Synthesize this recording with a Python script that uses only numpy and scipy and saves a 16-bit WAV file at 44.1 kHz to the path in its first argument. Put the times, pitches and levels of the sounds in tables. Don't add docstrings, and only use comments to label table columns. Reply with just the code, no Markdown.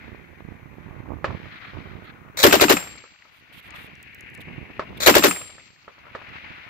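import sys
import numpy as np
from scipy.fft import rfft, irfft, next_fast_len
from scipy.io import wavfile
from scipy.ndimage import uniform_filter1d, map_coordinates

SR = 44100
rng = np.random.default_rng(int(sys.argv[2]) if len(sys.argv) > 2 else 0)


def master(y):
    cut = np.clip(np.atleast_2d(y).T, -1, 1)
    pcm = np.round(cut * 32767)
    wavfile.write(sys.argv[1], SR, pcm.astype(np.int16))


N = 295029
LAG, BOOM_LAG = 0.000397, .0003



def amp(db):
    return 10 ** (np.asarray(db) / 20)


def unit(x):
    return x / np.sqrt(np.mean(x ** 2) + 1e-20)


def pan(db):
    return amp([db / 2, -db / 2])


def curves(rows):
    s, *columns = np.transpose(rows)
    return [np.interp(np.arange(N) / SR, s, column) for column in columns]


def wobble(rate):
    knots = rng.standard_normal((2, int(N * rate / SR) + 4))
    places = np.arange(N) * rate / SR
    return np.array([map_coordinates(row, [places]) for row in knots])


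def filtered(x, response):
    m = next_fast_len(N + SR // 4)
    return irfft(rfft(x, m) * response(np.fft.rfftfreq(m, 1 / SR)), m)[..., :N]


def rush(spectrum, alike, lag=0, lumps=1):
    f, db = np.transpose(spectrum)
    turn = np.arccos(np.clip(alike, -1, 1)) / 2
    a, b = rng.standard_normal((2, N))
    shared, differing = np.cos(turn) * a, np.sin(turn) * b
    pair = lumps * np.array([shared + differing, shared - differing])

    def response(hz):
        colour = amp(np.interp(np.log(hz + 1), np.log(f + 1), db, -120, -120))
        return colour * np.exp(-2j * np.pi * np.outer([0, lag], hz))

    return unit(filtered(pair, response))


def add(out, s, sound):
    i = round(s * SR)
    part = sound[..., max(-i, 0):max(N - i, 0)]
    out[..., max(i, 0):max(i, 0) + part.shape[-1]] += part


def puffs(rows):
    power = np.zeros(N)
    for s, db, rise, fade in rows:
        t = np.arange(int(fade * SR * 2)) / SR
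        add(power, s, (amp(db - 60 * t / fade) * (1 - np.exp(-t / rise))) ** 2)
    return np.sqrt(power)


def ring(modes, rise, length):
    t = np.arange(int(length * SR)) / SR
    sines = sum(amp(db - 60 * t / fade) * np.sin(2 * np.pi * hz * t) for hz, db, fade in modes)
    return sines * (1 - np.exp(-t / rise))


def strokes(rows, size):
    t = np.arange(N) / SR
    steps = sum(amp(db) * ((t > start) & (t < end)) for start, end, db in rows)
    return uniform_filter1d(steps, size=size)


# start in seconds, level of the shot in dB, level of its steel ring in dB,
# extra dB for the upper tones of that ring.
SHOTS = [(2.4374, -1.5, -26, 3), (2.5256, -5.5, -31, -3), (2.611, -6.5, -32, -6.5), (2.696, -6, -28, 0.5),
         (5.069, -2, -26, 2.5), (5.152, -6, -26.5, -1.5), (5.2378, -6.5, -24.5, 9)]


def bursts():
    s = np.array([row[0] for row in SHOTS])
    pause = np.diff(s) > .5
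    return s[np.r_[True, pause]], s[np.r_[pause, True]]


def train(parts):
    return puffs([(s + delay, db + level, rise, fade)
                  for s, db, *_ in SHOTS for delay, level, rise, fade in parts])


def gritty(depth_db, rate):
    return amp(2.3 * wobble(500) + depth_db * wobble(rate))


# pitch in Hz, level in dB, fade in seconds.
STEEL_TONES = [(7424, -13, .5), (7457, -16, .75), (7566, 0, .66), (8247, -12, .52), (8882, -8, .48),
               (9950, -10, .1), (15110, -16, .34)]
# time in seconds, level in dB, extra dB for the upper tones.
EARLIER_RING = (-0.49, -39, 0)


def steel_ring():
    tone = np.zeros(N + 2 * SR)
    blows = [EARLIER_RING] + [(s + .025, db, upper_db) for s, _, db, upper_db in SHOTS]
    for s, db, upper_db in blows:
        modes = [(hz, db + level + upper_db * (hz > 8500), fade) for hz, level, fade in STEEL_TONES]
        blow = ring(modes, 0.014, 1.5)
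        i = round(s * SR)
        tone[max(i, 0):i + len(blow)] = blow[max(-i, 0):]
    late = np.roll(tone, round(LAG * SR))
    return pan(2)[:, None] * amp(1.9 * wobble(51)) * np.array([tone[:N], late[:N]])


# time in seconds, then the levels of the middle, upper and lower band in dB.
ROLL = [(0, -47.5, -59.5, -56), (.25, -53.5, -68, -64.5), (.75, -56, -70, -61), (1.01, -54.5, -68.5, -54.5),
        (1.23, -57.5, -71, -63), (1.3, -47, -57, -56), (1.73, -49.5, -57, -52.5), (2.35, -58.5, -72, -55.5),
        (2.82, -44, -53, -58), (3.14, -62.5, -64.5, -64), (3.44, -57, -66, -63), (3.74, -46.5, -57, -51),
        (4.02, -50.5, -62.5, -63.5), (4.3, -45, -63.5, -71), (4.85, -49.5, -61.5, -56),
        (5.36, -53.5, -50.5, -61.5), (5.75, -63.5, -67, -66.5), (6.05, -54, -64, -55.5),
        (6.36, -42, -52.5, -50), (6.69, -46.5, -57, -52.5)]
# time in seconds,
# share of the higher colour from 0 to 1.
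LIFT = [(0, .05), (2.2, .15), (2.9, .6), (4.5, .7), (5.6, .95), (6.3, .5), (6.69, .5)]
# pitch in Hz, relative level in dB.
MIDDLE, LIFTED = [(1050, -33), (1450, -7), (2000, -4), (2450, -6), (2800, -19)], [(1250, -35.5), (1700, -8), (2200, -2.5), (2800, -4), (3150, -19)]
# pitch in Hz, relative level in dB.
UPPER, LOWER = [(1760, -33.5), (3000, -3.5), (4150, -11), (6200, -27), (8000, -39.5), (10400, -68.5),
                (17600, -120)], [(290, -40), (500, -12.5), (792, -9), (1500, -4), (1950, -26.5), (3300, -120)]
VALLEY_LAG = -.00045


def valley():
    middle_db, upper_db, lower_db = curves(ROLL)
    lift = np.clip(curves(LIFT)[0], 0, 1)
    middle = np.sqrt(1 - lift) * rush(MIDDLE, 0.5, VALLEY_LAG)
    middle += np.sqrt(lift) * rush(LIFTED, 0.5, VALLEY_LAG)
    upper = rush(UPPER, 0.21, VALLEY_LAG)
    lower = rush(LOWER, 0.2, VALLEY_LAG, lumps=amp(2.4 * wobble(60)))
    roar = amp(middle_db) * middle + amp(upper_db) * upper + amp(lower_db) * lower
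    flutter = amp(1.2 * wobble(40) + 1.7 * wobble(150))
    return pan(5.2)[:, None] * flutter * roar


# time in seconds, level in dB, left-right difference in dB.
WIND = [(0, -53, -12), (.08, -45, -14), (.26, -51, -15), (.52, -46, -12), (.65, -50, -16),
        (1.15, -41, -17.5), (1.22, -43.5, -14), (1.3, -33, -14), (1.45, -47.5, -10.5), (1.64, -50, -0.5),
        (1.75, -44, -17.5), (2.35, -50.5, -7), (2.92, -49, -4.5), (3.2, -67.5, 0), (3.89, -51.5, -11.5),
        (4.12, -57, -2.5), (4.5, -39, -6.5), (4.77, -47, -1.5), (4.97, -38.5, -6), (5.45, -53.5, 4.5),
        (5.85, -65, -9.5), (6.16, -52.5, -2), (6.42, -53.5, -12), (6.69, -58, -8.5)]
# pitch in Hz, relative level in dB.
RUMBLE = [(15, -53.5), (25, -14), (65, 3.5), (128, 2.5), (334, -4), (534, -12.5), (1200, -16.5),
          (1560, -38), (2640, -120)]


def wind():
    buffet_db, side_db = curves(WIND)
    pops = (rng.random((2, N)) < 120 / SR) * rng.uniform(.3, 1, (2, N))
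    lumps = (unit(uniform_filter1d(pops, size=60)) + .8) * amp(2.2 * wobble(25))
    return amp(buffet_db) * pan(side_db) * rush(RUMBLE, 0.34, lumps=lumps)


# pitch in Hz, relative level in dB.
HISS = [(3530, -28.5), (6000, -0.5), (8150, -9), (10700, -7.5), (13200, -3), (15600, -1.5)]
HISS_DB = -73
SINK_DELAY, SINK_DB, SINK_RECOVERY = .2, -11.5, .5


def hiss():
    since = np.arange(N) / SR - SINK_DELAY - bursts()[1][:, None]
    sunk = np.sum((since > 0) * np.exp(-np.abs(since) / SINK_RECOVERY), axis=0)
    return amp(HISS_DB + SINK_DB * sunk) * rush(HISS, 0)


# start in seconds, level in dB.
FAR = [(1.243, -9), (1.28, -27), (1.306, -26.5), (1.455, -35.5), (3.252, -43.5), (4.696, -43.5),
       (4.794, -13.5), (4.822, -26.5), (5.879, -30), (5.981, -43), (6.054, -42.5), (6.067, -37),
       (6.15, -19.5), (6.215, -32)]
# pitch in Hz, level in dB, fade in seconds.
FAR_SWING = [(577, -3, 0.014), (935, -5.5, 0.014), (1278, -1, .018), (1705, -10.5, 0.024)]
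# pitch in Hz, relative level in dB.
SLAP = [(120, -44), (200, -23.5), (505, -2), (778, -10), (894, -16.5), (1010, -5), (1360, -9.5),
        (4450, -28.5), (8000, -47), (10400, -93), (17600, -120)]
BANK_DELAY, BANK_DB = .343, -31
FAR_WASH_DB, FAR_WASH_FADE = -11, .12


def far_shots():
    heard = FAR + [(s + BANK_DELAY, db + BANK_DB) for s, db, *_ in SHOTS]
    out = puffs([(s, db + FAR_WASH_DB, .001, FAR_WASH_FADE) for s, db in heard]) * rush(SLAP, 0.21)
    for s, db in heard:
        modes = [(hz * rng.normal(1, .03), db + level, fade) for hz, level, fade in FAR_SWING]
        add(out, s + .0008, ring(modes, .0002, .05))
    return out


# start in seconds, end in seconds, level in dB.
SCRAPES = [(1.515, 1.585, -43.5), (1.615, 1.71, -44.5), (1.86, 1.94, -55), (2.04, 2.11, -47.5),
           (3.745, 3.8, -47.5)]
# pitch in Hz, relative level in dB.
ROUGH = [(800, -33), (1200, 4.5), (2000, 4), (2900, -4), (4200, -6), (5200, -27), (6500, -48)]


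def scrapes():
    return strokes(SCRAPES, size=500) * rush(ROUGH, 0.11, lumps=amp(2.7 * wobble(150)))


# start in seconds, end in seconds, level in dB.
SWISHES = [(2.04, 2.058, -65), (3.254, 3.3, -76.5), (3.32, 3.406, -68), (3.526, 3.604, -56.5),
           (3.626, 3.686, -62), (3.741, 3.871, -57.5), (4.183, 4.199, -66), (4.405, 4.42, -51.5),
           (4.972, 4.982, -48.5)]
# pitch in Hz, relative level in dB.
CLOTH = [(2060, -2.5), (3500, -0.5), (5950, -26), (6290, -22), (11500, -17), (12900, -12), (15600, -20.5)]


def cloth():
    return pan(-17.5)[:, None] * strokes(SWISHES, size=200) * amp(1.6 * wobble(70)) * rush(CLOTH, .1)


# delay in seconds, level in dB, rise in seconds, fade in seconds.
THUD = (-0.11, -21, 0.57, .5)
# pitch in Hz, relative level in dB.
DEEP = [(30, -26), (65, -4), (150, -6), (300, -2.5), (450, -7.5), (700, -34)]


def low_rumble():
    return train([THUD]) * rush(DEEP, 0.78, BOOM_LAG)


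# seconds from the first shot
# (negative is earlier), level in dB, fade in seconds.
RUN_UP = [(-.067, -22.5, .14), (-.05, -19, .13), (-.037, -14, .07), (-.02, -21, .07), (-.009, -5, .053)]
# seconds from the shot, level in dB, fade in seconds.
HOME = (-0.0062, -16.5, 0.13)
# pitch in Hz, relative level in dB.
STEEL = [(120, -49.5), (200, -20), (345, -21.5), (525, -2), (756, -12.5), (1950, -8), (2430, -8.5),
         (2810, -23.5), (3890, -2.5), (5030, -15.5), (6980, -11), (9340, -24.5), (15600, -16)]


def bolt_runs_home():
    first = bursts()[0]
    moves = []
    for s, *_ in SHOTS:
        steps = RUN_UP if s in first else [HOME]
        moves += [(s + lead, db, .002, fade) for lead, db, fade in steps]
    return pan(3.9)[:, None] * puffs(moves) * rush(STEEL, 0.4, LAG, amp(2.2 * wobble(500)))


# delay in seconds, level in dB,
# rise in seconds, fade in seconds.
CRACKS = [(0, 2, .0002, .012), (0, -3.5, .001, 0.067), (.004, 2.5, 0.005, 0.05), (.027, -5.5, 0.00072, .08),
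          (0.036, -18, 0.0074, 0.33)]
# pitch in Hz, relative level in dB.
CRACK = [(180, -49), (300, -1), (893, -4), (1820, -3.5), (4290, -7.5), (5680, -10), (7520, -13),
         (8160, -16.5), (9950, -16.5), (13200, -6), (15600, -11.5)]


def cracks():
    return amp(-2.5) * pan(-1.5)[:, None] * train(CRACKS) * rush(CRACK, 0.1, LAG, gritty(2.7, 1500))


# delay in seconds, level in dB, rise in seconds, fade in seconds.
BLASTS = [(0, -3.5, 0.00096, 0.13), (.012, 0.5, 0.0043, 0.066), (.027, -5, 0.0016, 0.056),
          (.03, -21.5, 0.012, 0.47)]
# pitch in Hz, relative level in dB.
BLAST = [(59, -35.5), (100, -12.5), (135, -30.5), (360, -6.5), (426, -10), (477, -9.5), (808, -10),
         (2450, -14.5), (6910, -25), (7320, -23.5), (9000, -32.5), (11700, -68.5), (19800, -120)]


def blasts():
    return pan(4.8)[:, None] * train(BLASTS) * rush(BLAST, 0.2, LAG, gritty(1.6, 150))


# delay in seconds, level in dB,
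# pitch in Hz, fade in seconds, left-right difference in dB.
BOOMS = [(0, -9, 599.6, .015, -14.5), (.0095, 4.5, 388, 0.03, -1), (.0135, 1.5, 578.5, .04, 0),
         (0.021, -5, 456, 0.03, 7), (.027, -10, 371, 0.066, -8.5), (0.04, -4, 305.4, 0.049, 5.5),
         (.047, -13, 210, .06, 2), (.056, -20.5, 264.6, .1, 3.5), (.068, -22.5, 180.7, 0.12, 5.5),
         (.003, -29, 68, 0.25, -2.5)]


def booms():
    out = np.zeros((2, N))
    for s, db, *_ in SHOTS:
        for delay, level, hz, fade, side_db in BOOMS:
            chance_hz, chance_db = rng.normal(0, [.015 * hz, 1.2])
            swing = amp(db + 1) * ring([(hz + chance_hz, level + chance_db, fade)], 0.002, .15)
            left, right = pan(side_db)
            add(out[0], s + delay, left * swing)
            add(out[1], s + delay + BOOM_LAG, right * swing)
    return out


# seconds after the shot, level in dB.
STOPS = [(.0725, -9.5), (.131, -26), (.177, -28)]
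# pitch in Hz, level in dB, fade in seconds.
BUFFER = [(1280, -6, 0.02), (2630, -9, .025)]
# pitch in Hz, relative level in dB.
CLACK = [(290, -30.5), (500, -4.5), (2500, -1.5), (3630, -17.5), (6980, -13.5), (7510, -9), (9000, -18),
         (11700, -47.5), (19800, -120)]
CLACK_DB = -7


def bolt_stops():
    hits = [(s + delay, db) for s, *_ in SHOTS for delay, db in STOPS]
    noise = puffs([(s, db + CLACK_DB, .0003, .04) for s, db in hits])
    out = pan(2.2)[:, None] * noise * rush(CLACK, 0.93, LAG)
    for s, db in hits:
        add(out, s, amp(db + rng.normal(0, 1.5)) * ring(BUFFER, .0003, .04))
    return out


# delay in seconds, level in dB, rise in seconds, fade in seconds.
FIELD = (0.09, -38.5, 0.2, 1.53)
# pitch in Hz, relative level in dB.
WASH = [(800, -30), (1200, -9), (1700, -12), (2300, 0.5), (3300, -14), (4500, -4), (5400, -15), (6300, -11),
        (7200, -26), (9000, -50)]


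def field_wash():
    return pan(3.2)[:, None] * train([FIELD]) * rush(WASH, 0.28, LAG, amp(3.8 * wobble(120)))


# start in seconds, level in dB.
PATTER = [(3.076, -44), (3.138, -44.5), (3.161, -43), (3.189, -47), (3.223, -38), (4.089, -47),
          (5.362, -24.5), (5.598, -43), (5.68, -42), (5.703, -42), (5.762, -47.5)]
PATTER_HZ = 2240
MORE_FROM, MORE_TO = .2, 0.4
MORE_DB, MORE_SPREAD_DB = -43, 1


def patter():
    out = np.zeros((2, N))
    more = [(s + rng.uniform(MORE_FROM, MORE_TO), rng.normal(MORE_DB, MORE_SPREAD_DB))
            for s in np.repeat(bursts()[1], 8)]
    for s, db in PATTER + more:
        pitches = PATTER_HZ * np.exp(rng.normal(0, 0.14, size=4))
        add(out, s, pan(4)[:, None] * ring([(hz, db, .01) for hz in pitches], 0.00072, .03))
    return out


# start in seconds, level in dB, rough pitch in Hz, left-right difference in dB.
TICKS = [(2.9634, -40.5, 7580, -7), (3.7064, -45.5, 4750, 25), (3.7618, -38.5, 4000, -11),
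         (3.954, -43.5, 5350, 5), (4.0286, -39, 8360, -13.5), (4.147, -35, 13100, -7),
         (4.2084, -35.5, 7010, -9), (4.301, -48, 6420, -1), (4.343, -46, 7500, 0), (4.35, -38, 6280, 13),
         (4.3765, -51.5, 6980, 16), (6.2914, -49, 4060, 4)]
TICK_MODE_DB = -11


def ticks():
    out = np.zeros((2, N))
    for s, db, hz, side_db in TICKS:
        pitches = np.minimum(hz * np.exp(rng.normal(.1, 0.35, size=16)), SR / 2)
        modes = [(pitch, db + TICK_MODE_DB, .006) for pitch in pitches]
        add(out, s, pan(side_db)[:, None] * ring(modes, 0.00021, .03))
    return out


def scene():
    out = steel_ring() + valley() + wind() + hiss()
    out += far_shots() + scrapes() + cloth()
    out += low_rumble() + bolt_runs_home() + cracks() + blasts() + booms()
    out += bolt_stops() + field_wash()
    return out + patter() + ticks()


TOP_HZ = 15708


def record(dry):
    rounded = dry / (1 + np.abs(dry / 1.1) ** 6) ** (1 / 6)
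    clipped = np.clip(rounded, -.95, .95)
    return filtered(clipped, lambda hz: hz < TOP_HZ)


dry = scene()
out = record(dry)
master(out)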